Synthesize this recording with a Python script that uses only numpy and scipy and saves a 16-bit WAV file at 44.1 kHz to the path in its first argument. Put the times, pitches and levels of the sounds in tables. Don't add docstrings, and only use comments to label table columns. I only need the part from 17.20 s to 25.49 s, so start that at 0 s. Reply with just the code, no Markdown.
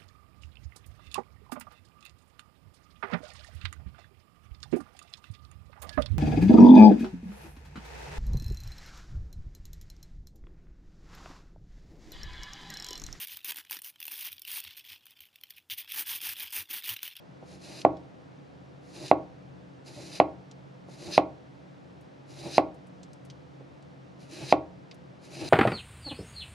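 import sys
import numpy as np
from scipy import signal
from scipy.fft import rfft, irfft, next_fast_len
from scipy.io import wavfile

SR = 44100
rng = np.random.default_rng(int(sys.argv[2]) if len(sys.argv) > 2 else 0)


def transcribe(signal):
    frames = np.atleast_2d(signal).T
    limited = np.clip(frames, -1, 1)
    pcm = np.round(limited * 32767).astype(np.int16)
    wavfile.write(sys.argv[1], SR, pcm)


N = 365588
TIME = np.arange(N) / SR

# frequency in Hz, relative level in dB.
ROOM_TONE_SPECTRUM = [(15, -58), (25, -43), (48, -35), (69, -20), (101, -21), (135, 2), (186, -13),
                      (286, -10), (394, -15), (637, -15.5), (1060, -24), (3630, -34), (5500, -39),
                      (10300, -55.5), (15000, -73)]
# frequency in Hz, side against middle in dB.
ROOM_TONE_WIDTH = [(40, -1.5), (80, -9.5), (160, -4.5), (320, 3), (640, 2), (1280, 3.5), (2560, -2),
                   (5120, -10.5), (10000, -6)]
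# frequency in Hz, width in Hz, relative level in dB.
APPLIANCE_RESONANCES = [(80.6, 3.9, -9), (133.25, 4.4, 0), (181.5, 2.4, 2), (272.4, 10.2, -9.5),
                        (297.4, 6.7, -10), (500.4, 15, -13)]
# octave centre in Hz, level in dB, 60 dB decay in seconds.
KITCHEN_TAIL = [(133.7, -23.5, 0.74), (240.4, -13, .35), (542, -17, 0.43), (1040, -13.5, 0.27),
                (1900, -18.5, .26), (3700, -14.5, 0.17), (7970, -16.5, 0.13)]
# delay in seconds, gain as a factor.
NEAR_ECHOES = [(.0069, -0.051), (0.0114, 0.2), (0.014, .15), (.0174, -0.053)]
# start in seconds, level in dB, centre in Hz, 60 dB decay in seconds.
WET_SMACKS = [(0.616, -32, 4400, .03), (0.7692, -51, 4280, .04), (1.8557, -39, 4500, .02),
              (1.88, -35, 4600, .03), (3.3128, -44, 4900, .035), (4.81, -61, 10000, .06),
              (5.543, -61, 8500, .07), (5.668, -60, 8000, .08), (5.8314, -42, 5600, .048),
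              (5.932, -48, 7000, .03), (6.05, -53.5, 7800, .061), (6.1, -41.5, 4500, .05),
              (6.6248, -56, 6000, .03), (7.712, -40, 3900, .055), (7.7436, -56, 8600, .049)]
# start in seconds, level in dB.
FRUIT_BUMPS = [(0.226, -39.5), (3.686, -41), (6.405, -42.5)]
# frequency in Hz, relative level in dB.
RIND_SPECTRUM = [(300, -24), (1300, -11), (2400, 1), (3200, -6), (4200, 3), (5400, 0), (6000, -2.5),
                 (7200, -2.5), (7900, -13.5), (8700, -9), (10400, -9), (12000, -18), (13200, -24),
                 (15000, -42)]
# frequency in Hz, width in Hz, relative level in dB.
FRUIT_RESONANCES = [(135, 23.6, 1.5), (298, 37, 0), (344.4, 44, 2), (599, 44, -3), (800, 130, -10.5)]
# frequency in Hz, width in Hz, relative level in dB.
BLADE_RESONANCES = [(1720, 140, -12), (2250, 220, -11), (2650, 380, -8), (3380, 160, -8), (4000, 340, -.5),
                    (4540, 200, .5), (4850, 200, .5), (5280, 220, .5), (6060, 260, -8), (6700, 600, -11)]
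# nick time and rise in seconds, nick level in dB, then time in seconds and level in dB for
# each of push, crunch and judder, and last the blade's chatter against the effort in dB.
KNIFE_STROKES = [(0.33, .065, -60, 0.46, -53.4, 0.583, -51, 0.52, -53.5, -22),
                 (1.696, 0.059, -65, 1.77, -53.7, 1.87, -48, 1.84, -45.5, -23),
                 (2.675, 0.019, -55.5, 2.767, -55, 2.957, -46.6, 2.8, -49, -22),
                 (3.726, 0.038, -59.7, 3.83, -52.3, 3.951, -36.5, 3.892, -43, -26),
                 (5.115, 0.03, -58.5, 5.213, -50, 5.361, -38.7, 5.267, -40.5, -17),
                 (7.02, .026, -63.8, 7.145, -51.7, 7.314, -41.5, 7.226, -42.5, -9.5),
                 (8.056, .036, -60.7, 8.16, -49.9, 8.292, -47.5, 8.243, -38.8, -10.5)]
# frequency in Hz, level in dB, 60 dB decay in seconds.
BOARD_MODES = [(162.7, -19.5, 0.027), (607.6, 8.5, 0.0077), (719.6, 9.5, 0.0078), (1133, -1.5, 0.011),
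               (1160.4, -6, 0.016), (1449, -33, 0.032), (1949, -13.5, .0064), (2640, -4, 0.0027),
               (2825, -19, .0098), (3950, -19.5, 0.0085)]
# frequency in Hz, level in dB, 60 dB decay in seconds.
TABLE_MODES = [(82.3, -44.5, .62), (129, -40.5, 0.48), (178, -49.5, 0.91), (251, -32, 0.12),
               (281.2, -27, 0.27), (306.2, -26.5, 0.3), (329.3, -31.5, 0.34), (356, -31, 0.27),
               (385.2, -25.5, 0.19), (436, -42.5, 0.57), (505, -41, 0.44), (550, -30, 0.31),
               (609, -26, 0.072), (636, -48.5, 0.55), (630, -41.5, 0.45), (663, -48.5, 0.38),
               (725, -35, 0.21), (748, -44.5, 0.36), (795, -37.5, 0.4), (824, -35, 0.08), (938, -45.5, 0.5),
               (1020, -65, 0.11), (1114, -36, 0.24), (1240, -50, 0.27), (1402, -46.5, 0.22), (59.6, -59, 1),
               (1540, -54, .14), (1694, -51, .14)]
# start in seconds, force in dB, hardness as a cutoff in Hz, weight into the table in dB.
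BOARD_KNOCKS = [(0.6497, 1.1, 1400, -0.7), (1.9135, 1.6, 1900, -1.6), (3.0006, 1.1, 2800, -1.9),
                (3.9785, 1.5, 3500, -2.4), (5.3809, 0.8, 3100, -1.1), (7.3249, 1.3, 3400, -1.6)]


def from_db(db):
    return 10 ** (np.asarray(db) / 20)


def unit_rms(x):
    return x / np.sqrt(np.mean(x ** 2) + 1e-20)


def colour(x, spectrum):
    hz, db = np.transpose(spectrum)
    size = next_fast_len(N)
    bins_hz = np.maximum(np.fft.rfftfreq(size, 1 / SR), 1)
    gain = from_db(np.interp(np.log(bins_hz), np.log(hz), db))
    return irfft(rfft(x, size) * gain, size)[..., :N]


def butter(x, edges_hz, kind, order=2):
    sections = signal.butter(order, np.clip(edges_hz, 10, .45 * SR), kind, fs=SR, output="sos")
    return signal.sosfilt(sections, x + 1e-18)


def resonate(x, resonances):
    out = 0
    for k, (hz, width_hz, db) in enumerate(resonances):
        radius = np.exp(-np.pi * width_hz / SR)
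        poles = [1, -2 * radius * np.cos(2 * np.pi * hz / SR), radius ** 2]
        gain = (-1) ** k * from_db(db) * (1 - radius ** 2) / 2
        out = out + gain * signal.lfilter([1, 0, -1], poles, x)
    return unit_rms(out)


def ringing(modes, lean_spread_db):
    t, out = TIME[:SR], 0
    lean_db = rng.normal(0, lean_spread_db, len(modes))
    for k, (hz, db, t60) in enumerate(modes):
        mode = (-1) ** k * from_db(db - 60 * t / t60) * np.sin(2 * np.pi * hz * t)
        out = out + mode * from_db([[lean_db[k]], [-lean_db[k]]])
    return out


def stereo(pair, side_db):
    return pair[0] + from_db(side_db) * pair[1] * np.array([[1], [-1]])


def grains(per_s, spread_db):
    sizes = from_db(spread_db * np.minimum(rng.exponential(1, (2, N)), 4))
    signs = rng.choice([-1, 1], (2, N))
    return sizes * signs * (rng.random((2, N)) < per_s / SR)


def flutter(rate_hz, depth_db):
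    return from_db(depth_db * unit_rms(butter(rng.standard_normal(N), rate_hz, "low")))


def swell(t, peak_s, rise_s, fall_s):
    return np.exp(-((t - peak_s) / np.where(t < peak_s, rise_s, fall_s)) ** 2)


def add(track, start_s, sound):
    at = int(round(start_s * SR))
    track[..., at:at + sound.shape[-1]] += sound[..., :N - at]


def room_tone():
    middle, side = unit_rms(colour(rng.standard_normal((2, N)), ROOM_TONE_SPECTRUM))
    return from_db(-53.5) * stereo([middle, colour(side, ROOM_TONE_WIDTH)], side_db=0)


def distant_appliance():
    drone = resonate(stereo(rng.standard_normal((2, N)), side_db=-11), APPLIANCE_RESONANCES)
    return from_db(-54.5) * butter(drone, 700, "low")


def kitchen_reverb(direct, build_up_s=0.0016):
    t, response = TIME[:SR // 2], 0
    for hz, db, t60 in KITCHEN_TAIL:
        octave_hz = [hz / np.sqrt(2), hz * np.sqrt(2)]
        band = butter(rng.standard_normal((2, len(t))), octave_hz, "band", order=3)
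        tail = band * from_db(-60 * t / t60) * (1 - np.exp(-t / build_up_s))
        tail /= np.sqrt(np.sum(tail ** 2, axis=1, keepdims=True))
        band_share = np.sqrt(2) * hz / SR
        response = response + from_db(db) * np.sqrt(band_share) * stereo(tail, side_db=-7.5)
    return signal.fftconvolve(direct, response, axes=1)[:, :N]


def smacks_and_bumps(bump_hz=620, bump_t60=.07):
    out, t = np.zeros((2, N)), TIME[:SR // 8]
    bumps = [(start_s, db, bump_hz, bump_t60) for start_s, db in FRUIT_BUMPS]
    for start_s, db, hz, t60 in WET_SMACKS + bumps:
        clicks = rng.standard_normal((2, len(t))) * from_db(rng.normal(0, 3.6, len(t)))
        dying = stereo(clicks, side_db=-13) * from_db(-60 * t / t60)
        burst = butter(dying, [hz / 1.8, hz * 1.35], "band", order=3)
        add(out, start_s, from_db(db + 1.5) * burst / np.abs(burst).max())
    return butter(out, 12000, "low", order=6)


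def stroke_effort(t, nick_s, nick_rise_s, nick_db, push_s, push_db,
                  crunch_s, crunch_db, judder_s, judder_db):
    lean_db_per_s, give_way_s, stop_s = 14, .036, .0025
    nick = from_db(nick_db) * swell(t, nick_s, nick_rise_s, fall_s=0.057)
    held = swell(t, push_s, rise_s=0.048, fall_s=np.inf) * swell(t, crunch_s, np.inf, give_way_s)
    push = from_db(push_db + lean_db_per_s * (t - push_s)) * held
    crunch = from_db(crunch_db) * swell(t, crunch_s, rise_s=0.034, fall_s=give_way_s)
    judder = from_db(judder_db) * swell(t, judder_s, rise_s=.043, fall_s=.043)
    landing_s = min((knock[0] for knock in BOARD_KNOCKS if knock[0] > nick_s), default=np.inf)
    moving = np.exp(-np.maximum(t - landing_s, 0) / stop_s)
    cutting = np.hypot(nick, push)
    bite = np.hypot(cutting, crunch) * moving
    drag = np.hypot(from_db(1.5) * cutting, judder) * moving
    return bite, drag


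def slicing():
    bursts = stereo(grains(per_s=7000, spread_db=1.5), side_db=-13) * flutter(rate_hz=110, depth_db=0.5)
    bursts *= flutter(rate_hz=25, depth_db=.9)
    hiss = unit_rms(colour(bursts, RIND_SPECTRUM))
    slips = stereo(grains(per_s=900, spread_db=2), side_db=-10)
    judder = unit_rms(butter(resonate(slips, FRUIT_RESONANCES), 1300, "low"))
    out = np.zeros((2, N))
    for nick_s, *stroke, chatter_db in KNIFE_STROKES:
        now = np.abs(TIME - nick_s) < .5
        bite, drag = stroke_effort(TIME[now], nick_s, *stroke)
        gripped = [(hz, width_hz, db + rng.normal(0, 1.2)) for hz, width_hz, db in BLADE_RESONANCES]
        steel = from_db(0.7) * resonate(bursts[:, now], gripped)
        loose_blade = resonate(slips[:, now], BLADE_RESONANCES[:3])
        chatter = from_db(chatter_db) * np.hypot(bite, drag) * loose_blade
        ring_share = bite ** 2 / (bite ** 2 + from_db(-43) ** 2)
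        tearing = np.sqrt(1 - ring_share) * hiss[:, now] + np.sqrt(ring_share) * steel
        out[:, now] += from_db(1.56) * bite * tearing + from_db(2) * drag * judder[:, now] + chatter
    return butter(out, 12300, "low", order=10)


def board_clack():
    clack = -ringing(BOARD_MODES, lean_spread_db=.3)
    clack += 0.19 * butter(clack, 930, "high", order=1) * np.array([[-1], [1]])
    echo = butter(clack, 1330, "low")
    for delay_s, gain in NEAR_ECHOES:
        lag = int(delay_s * SR)
        clack[:, lag:] += gain * echo[:, :SR - lag]
    return clack


def knife_knocks(splash_t60=0.083):
    board = board_clack()
    table = ringing(TABLE_MODES, lean_spread_db=1.3)
    tick = from_db(-30) * butter(signal.unit_impulse(SR), 9000, "low")
    out = np.zeros((2, N))
    for start_s, force_db, hardness_hz, weight_db in BOARD_KNOCKS:
        noise = stereo(rng.standard_normal((2, SR)), side_db=-9.5)
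        splash = unit_rms(butter(noise, [1100, 4500], "band", order=1))
        splash *= from_db(-34.8 - 60 * TIME[:SR] / splash_t60)
        body = butter(board + splash + from_db(weight_db) * table, hardness_hz, "low")
        add(out, start_s, from_db(force_db) * (tick + body))
    return out


def scene():
    close = slicing() + knife_knocks() + smacks_and_bumps()
    return close + kitchen_reverb(close) + room_tone() + distant_appliance()


def record(dry, cutoff_hz=16400):
    clipped = np.clip(dry, -.98, .98)
    return signal.sosfilt(signal.cheby2(12, 70, cutoff_hz, fs=SR, output="sos"), clipped)


dry = scene()
out = record(dry)
transcribe(out)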